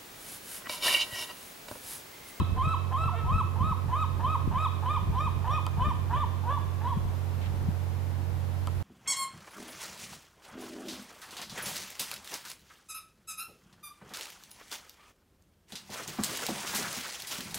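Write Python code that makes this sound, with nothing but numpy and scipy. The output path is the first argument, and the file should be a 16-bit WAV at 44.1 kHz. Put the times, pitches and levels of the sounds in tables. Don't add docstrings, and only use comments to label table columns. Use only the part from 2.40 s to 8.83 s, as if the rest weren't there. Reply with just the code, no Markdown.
import sys
import numpy as np
from scipy import signal
from scipy.fft import rfft, irfft, next_fast_len
from scipy.io import wavfile
from scipy.ndimage import uniform_filter1d

SR = 44100
rng = np.random.default_rng(int(sys.argv[2]) if len(sys.argv) > 2 else 0)


def field_ratio(decibels):
    return 10 ** (np.asarray(decibels, dtype=float) / 20)


def master_out(mix):
    frames = np.transpose(np.atleast_2d(mix))
    ceiling = np.clip(frames, -1, 1)
    pcm = np.round(ceiling * 32767).astype(np.int16)
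    wavfile.write(sys.argv[1], SR, pcm)


N = 283412
T = np.arange(N) / SR
LEAD = int(.2 * SR)
T_CALL = np.arange(-LEAD, N) / SR


def rms_one(x):
    return x / np.sqrt(np.mean(x ** 2, axis=-1, keepdims=True) + 1e-20)


def at_hz(points, hz):
    freq_hz, level_db = np.array(points)[:, :2].T
    return np.interp(np.log(hz + 1), np.log(freq_hz), level_db)


def coloured(x, points):
    size = next_fast_len(x.shape[-1] + 4096)
    gain = field_ratio(at_hz(points, np.fft.rfftfreq(size, 1 / SR)))
    return irfft(rfft(x, size) * gain, size)[..., :x.shape[-1]]


def drift(rate_hz, size=N):
    r = np.exp(-2 * np.pi * rate_hz / SR)
    noise = rng.standard_normal(size + 9000)
    return rms_one(signal.lfilter([1], [1, -2 * r, r * r], noise)[9000:])


def port_difference(left_minus_right_db):
    return field_ratio(left_minus_right_db * np.array([[.5], [-.5]]))


def played(rows):
    s, hz, level_db = np.transpose(rows)
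    span = slice(int(s[0] * SR) + LEAD, int(s[-1] * SR) + LEAD)
    t = T_CALL[span]
    pitch = uniform_filter1d(np.interp(t, s, hz), size=260, mode="nearest")
    phase = 2 * np.pi * np.cumsum(pitch) / SR
    fade = np.clip(np.minimum(t - s[0], (s[-1] - t) / 3) / .004, 0, 1)
    return span, pitch, phase, np.interp(t, s, field_ratio(level_db)) * fade


def bark_contour(start, ledge_s, arch_s, top_hz, level_db, scoop):
    jump, end = start + ledge_s, start + ledge_s + arch_s
    lost = (1270 - top_hz) / 100
    tired = max(lost, 0)
    ledge_hz, end_hz = 1030 - 39.8 * lost, 849
    half_jump_s = .011
    shoulder_hz = (.945 + .028 * tired) * top_hz
    drop_s = .027 + .008 * tired
    sag_hz = .978 * top_hz
    falling_db = level_db - 2.5 * lost
    return [(start, ledge_hz - scoop * 210, level_db - 9.5),
            (start + .45 * scoop * ledge_s, ledge_hz - scoop * 55.6, level_db - scoop * 8.5),
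            (jump - half_jump_s, ledge_hz, level_db),
            (jump + half_jump_s, shoulder_hz, level_db - 4.5),
            (end - drop_s - .18 * arch_s, top_hz, level_db - 7),
            (end - drop_s, sag_hz, level_db - 4.5),
            (end - drop_s / 2, (sag_hz + end_hz) / 2, falling_db),
            (end, end_hz, falling_db)]


# start_s [s], ledge_s [s], arch_s [s], top_hz [Hz], level_db [dB]
BARKS = [(-.165, 0.062, .12, 1315, -33), (0.161, 0.068, 0.13, 1320, -28.5),
         (0.506, 0.066, 0.13, 1337, -29.5), (0.843, 0.073, 0.11, 1325, -29.5),
         (1.156, 0.074, 0.11, 1297, -30), (1.48, 0.076, 0.1, 1286, -29), (1.792, 0.076, .100, 1285, -27.5),
         (2.110, 0.068, 0.1, 1290, -28), (2.422, 0.069, 0.096, 1253, -28.5),
         (2.724, 0.07, 0.096, 1268, -29), (3.04, .067, .094, 1257, -28), (3.366, 0.07, 0.091, 1232, -28.5),
         (3.693, 0.065, 0.094, 1209, -29), (4.034, .067, 0.089, 1172, -29),
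         (4.407, 0.072, 0.067, 1139, -31)]
# time_s [s], strong_weak_depth [0-1], overtones_db [dB], scoop [0-1]
TIRING = [(-.1, 0.16, 9.5, 0.49), (.2, 0.07, 2.5, 0.39), (.55, 0.11, 0.5, 0.55), (.9, 0.08, -1, 1.0),
          (2.598, 0.15, 4, 0.91), (3.8, 0.3, 3, .9), (4.1, 0.47, -2, .9), (4.45, 0.13, 5.5, .8)]
# freq_hz [Hz], level_db [dB]
THROAT = [(300, 2), (600, -4.5), (850, 11.5), (1050, 7), (1350, -6), (1750, -10), (2100, -31), (2550, -19),
          (2850, -26), (3150, -21.5), (3500, -23.5), (3850, -29), (4400, -44.5), (7700, -35.5)]


def barks():
    source = np.zeros(N + LEAD)
    s, *folds = np.transpose(TIRING)
    for bark in BARKS:
        beating, bright_db, scoop = (np.interp(bark[0], s, column) for column in folds)
        ledge_s = bark[1]
        span, pitch, phase, gain = played(bark_contour(*bark, np.clip(scoop, .1, 1.2)))
        size = len(pitch)
        age = np.arange(size) / SR
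        progress = age / age[-1]

        def waver(rate_hz):
            return drift(rate_hz, size=2 * LEAD)[:size]

        rattle_s = .6 * ledge_s * np.clip(scoop + 0.25, 0, 1)
        rough = np.clip((rattle_s + .008 - age) / .016, 0, 1)
        phase = phase + (.05 + .25 * beating + .5 * rough) * waver(90)
        puffs = np.exp(3 * np.cos(phase / 4 + 1.5 * waver(30)) - 3)
        bursts = 1 + .8 * rough * (2.2 * puffs - 1)
        half = beating * (.15 + 1.2 * np.exp(-((progress - .48) / .25) ** 2))
        strong_weak = 1 + 2 * half * np.cos(phase / 2 + .7 * waver(70))
        ledge_bright_db = 2 * np.clip((ledge_s - age) / .011, 0, 1)
        closing = field_ratio(ledge_bright_db - 2 * np.clip(progress * 6 - 4.6, 0, 1))
        overtones = 0
        for k in range(2, 9):
            level_db = 2 - 1.5 * k - 8 * (k in (5, 7)) + 2.5 * (k in (3, 4))
            overtones = overtones + field_ratio(4 * waver(50) + level_db) * np.cos(k * phase + k * k)
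        air = np.diff(rng.standard_normal(2 * LEAD))[:size]
        rasp = field_ratio(-6 + 5 * rough) * air * (1 + np.cos(phase))
        effort = gain * field_ratio(2 * waver(58) - at_hz(THROAT, pitch))
        voice = np.cos(phase) + field_ratio(bright_db) * closing * overtones + rasp
        source[span] += np.sqrt(2) * effort * bursts * strong_weak * voice
    return coloured(source, THROAT)


# delay_s [s], left_db [dB], right_db [dB]
ECHOES = [
    (.025, -12, -13),
    (.062, -23, -21),
    (.102, -24, -17),
]
# freq_hz [Hz], level_db [dB]
WALLS = [(500, -2), (850, -2), (1050, 1), (1300, 0), (2550, 6), (3200, 8), (3800, 7), (8000, -3)]


def harbour(x):
    tail_t60_s, tail_db, shared = .95, np.array([-11.5, -9.5]), .4
    size = int(.9 * SR)
    t = T[:size]
    scatter = rng.standard_normal((3, size))
    decay = field_ratio(-60 * t / tail_t60_s) * np.clip(t / .04, 0, 1)
    tail = (scatter[:2] + shared * scatter[2]) * decay
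    paths = field_ratio(tail_db)[:, None] * rms_one(tail) / np.sqrt(size)
    for delay_s, left_db, right_db in ECHOES:
        arrival = int(delay_s * SR) + rng.integers(0, 12, 2)
        paths[[0, 1], arrival] += field_ratio(np.array([left_db, right_db]))
    wet = signal.fftconvolve(coloured(x, WALLS)[None], paths, axes=1)[:, :len(x)]
    direct = x * field_ratio(np.array([[-.2], [.2]]))
    return (direct + wet)[:, LEAD:]


ENGINE_ORDERS = {4: (-58, -57), 6: (-43, -28), 7: (-60, -50), 8: (-60, -50), 9: (-51, -40.5),
                 10: (-66, -61), 12: (-62, -53), 13: (-66, -59), 16: (-62, -57), 17: (-68, -64),
                 20: (-67, -61), 24: (-65, -68)}


def engine():
    cycle_hz = 15.025
    left_lead_rad = np.array([[1.1], [0]])
    phase = 2 * np.pi * cycle_hz * T + 0.021 * drift(1)
    out = np.zeros((2, N))
    for k, level_db in ENGINE_ORDERS.items():
        wobble = field_ratio(0.17 * drift(2.7))
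        wave = np.sin(k * phase + rng.uniform(0, 2 * np.pi) + left_lead_rad)
        out += np.sqrt(2) * field_ratio(np.array(level_db))[:, None] * wobble * wave
    return out


# freq_hz [Hz], density_db [dB per Hz]
BUFFET = [(22, -21), (45, 7.5), (80, 4.5), (130, 5), (200, -6.5), (300, -15.5), (500, -22), (1500, -104)]
# peak_s [s], level_db [dB], left_minus_right_db [dB], half_length_s [s]
GUSTS = [(0.005, -27.5, 14, 0.036), (.2, -32.5, 3, 0.13), (0.661, -38, 4, 0.056), (0.942, -31.5, 5, 0.11),
         (1.253, -30.5, -1, 0.088), (1.478, -30, -6, 0.028), (1.782, -36.5, 0, 0.14),
         (2.09, -32, -1, 0.084), (2.743, -34.5, -1.5, 0.25), (3.076, -44.5, -10, 0.11),
         (3.438, -27.5, 3.5, 0.11), (3.73, -33, -1, 0.11), (4.203, -47.5, 4, 0.25),
         (4.602, -40.5, 23.5, 0.091), (5.084, -41, -8, 0.12), (5.26, -33, 1, 0.076), (5.54, -48, -3, 0.11),
         (5.92, -42, -1, 0.11), (6.38, -40.5, 2, 0.16)]
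# left, right [dB]
CALM_DB = [-56.5, -56.5]
# time_s [s], peak_db [dB], pitch_hz [Hz], left_minus_right_db [dB], length [cycles]
THUMPS = [(0.016, -16.5, 199, 5, 0.51), (0.09, -29.5, 121, 18, 0.21), (0.268, -18, 126.3, 9, 0.52),
          (0.657, -22.5, 125, 7, 0.95), (0.933, -23, 118, 12, 0.43), (1.045, -28, 116, 18, 0.67),
          (1.202, -25.5, 121, 20, 0.39), (1.307, -21, 141, 4, 0.9), (2.073, -16.5, 181, 11, 0.32),
          (2.163, -21, 120, -2, 0.51), (2.692, -34, 122, 27, 1), (2.854, -27.5, 141, 18, 0.6),
          (3.139, -21, 117, 2, 0.79), (3.378, -18.5, 122, 4, 0.68), (3.48, -18, 133, 4, 0.39),
          (4.569, -16, 148, 5, 0.71), (4.649, -21, 133, 0, 0.48), (5.284, -16.5, 143, 10, 0.54)]


def wind():
    white = rng.standard_normal((3, N))
    lumps = field_ratio(4 * np.array([drift(20), drift(12)]))
    buffeting = rms_one(coloured(white[:2] + 1.02 * white[2], BUFFET))
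    strength = field_ratio(np.array(CALM_DB))[:, None]
    for at, gust_db, pan_db, half_s in GUSTS:
        swell = np.exp(-((T - at) / half_s) ** 2)
        strength = strength + field_ratio(gust_db) * port_difference(pan_db) * swell
    out = rms_one(buffeting * lumps) * strength
    for at, peak_db, hz, pan_db, cycles in THUMPS:
        turns = (T - at) * hz - .8
        eddy = -np.exp(-(turns / cycles) ** 2) * np.cos(2 * np.pi * turns)
        out += field_ratio(peak_db - 3) * port_difference(pan_db) * eddy
    return out


# freq_hz [Hz], density_db [dB per Hz]
FAR = [(88, -35), (150, -8.5), (186, -9.5), (346, -9.5), (397, -11), (574, -11.5), (646, -13.5),
       (971, -13.5), (1050, -16.5), (1610, -22), (9280, -37.5), (13400, -31.5), (15700, -33.5)]


def far_hiss():
    level_db, alike = -45, .2
    mid, side = rng.standard_normal((2, N))
    pair = np.sqrt(1 + alike) * mid + np.sqrt(1 - alike) * side * [[1], [-1]]
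    return field_ratio(level_db + .5 * drift(0.33)) * rms_one(coloured(pair, FAR))


# time_s [s], pitch_hz [Hz], level_db [dB]
GRUNTS = [
    [(.715, 701, -60), (.735, 731, -37), (.75, 675, -35), (.765, 670, -60)],
    [(.74, 443, -66), (.765, 448, -44.5), (.79, 467, -43.5), (.815, 405, -55)],
    [(.71, 1313, -36), (.76, 1345, -52), (.82, 1298, -39), (.89, 1285, -36)],
]
GRUNT_TILT_DB = [-10.5, -2, -22]


def grunts():
    out = np.zeros(N + LEAD)
    for rows, tilt_db in zip(GRUNTS, GRUNT_TILT_DB):
        span, pitch, phase, gain = played(rows)
        stack = sum(field_ratio(tilt_db * k) * np.cos((k + 1) * phase + k * k) for k in range(8))
        out[span] += gain * stack
    return out


# start_s [s], end_s [s], pitch_hz [Hz], level_db [dB], fading [dB per s]
WHINES = [
    (1.0, 1.62, 10070, -76, 1),
    (5.95, 6.43, 10070, -75, 1),
    (2.78, 2.86, 5610, -62, 80),
    (3.115, 3.25, 5610, -55, 140),
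    (3.41, 3.53, 5610, -71, 15),
]


def motor_whines():
    out = np.zeros(N)
    for start, end, hz, level_db, fading_db in WHINES:
        flutter = field_ratio(2.5 * drift(45))
        gate = np.clip(np.minimum(T - start, (end - T) / 4) / .012 + .5, 0, 1)
        level = field_ratio(level_db - fading_db * np.abs(T - start))
        out += np.sqrt(2) * level * flutter * gate * np.sin(2 * np.pi * hz * T)
    return out


# time_s [s], level_db [dB]
TICKS = [
    (3.2654, -33),
    (6.272, -35.5),
]
# freq_hz [Hz], level_db [dB], t60_s [s]
CASE = [(997, 8, 0.017), (1290, 3, 0.045), (3110, 2.5, 0.009), (4650, -7.5, 0.016), (6200, -7, .005),
        (8070, 1.5, 0.0036), (10000, -8, 0.0048), (11600, -0.5, 0.0062), (14000, -7, .003)]


def case_ticks():
    out = np.zeros(N)
    for hz, level_db, t60 in CASE:
        clicks = np.full(N, 1e-18)
        for at, tick_db in TICKS:
            start = int((at + 1.6 / hz) * SR)
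            clicks[start] += field_ratio(tick_db + level_db)
            clicks[start + int(.009 * SR)] += field_ratio(tick_db + level_db - hz / 250)
        r, w = field_ratio(-60 / (t60 * SR)), 2 * np.pi * hz / SR
        out += signal.lfilter([0, np.sin(w)], [1, -2 * r * np.cos(w), r * r], clicks)
    return out


# time_s [s], level_db [dB]
SCRATCH = [
    (5.0, -71),
    (5.02, -51.5),
    (5.07, -50.5),
    (5.09, -75),
]


def scratch():
    s, level_db = np.transpose(SCRATCH)
    clicks_per_s = 2500
    grains = rng.standard_normal((2, N)) * (rng.random((2, N)) < clicks_per_s / SR)
    band = signal.butter(2, [1700, 3600], "band", fs=SR, output="sos")
    stroke = field_ratio(np.interp(T, s, level_db, left=-120, right=-120))
    return stroke * rms_one(signal.sosfilt(band, grains))


def scene():
    animals = harbour(barks() + grunts())
    surroundings = engine() + wind() + far_hiss()
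    return animals + surroundings + motor_whines() + case_ticks() + scratch()


def roll_off(x):
    return signal.sosfilt(signal.butter(12, 16660, fs=SR, output="sos"), x)


def record(dry):
    top = signal.cheby2(16, 40, 15900, fs=SR, output="sos")
    left_top = signal.cheby2(12, 30, 11700, fs=SR, output="sos")
    both = signal.sosfiltfilt(top, dry)
    left = signal.sosfiltfilt(left_top, both[0])
    return roll_off(np.array([left, both[1]]))


dry = scene()
out = record(dry)
master_out(out)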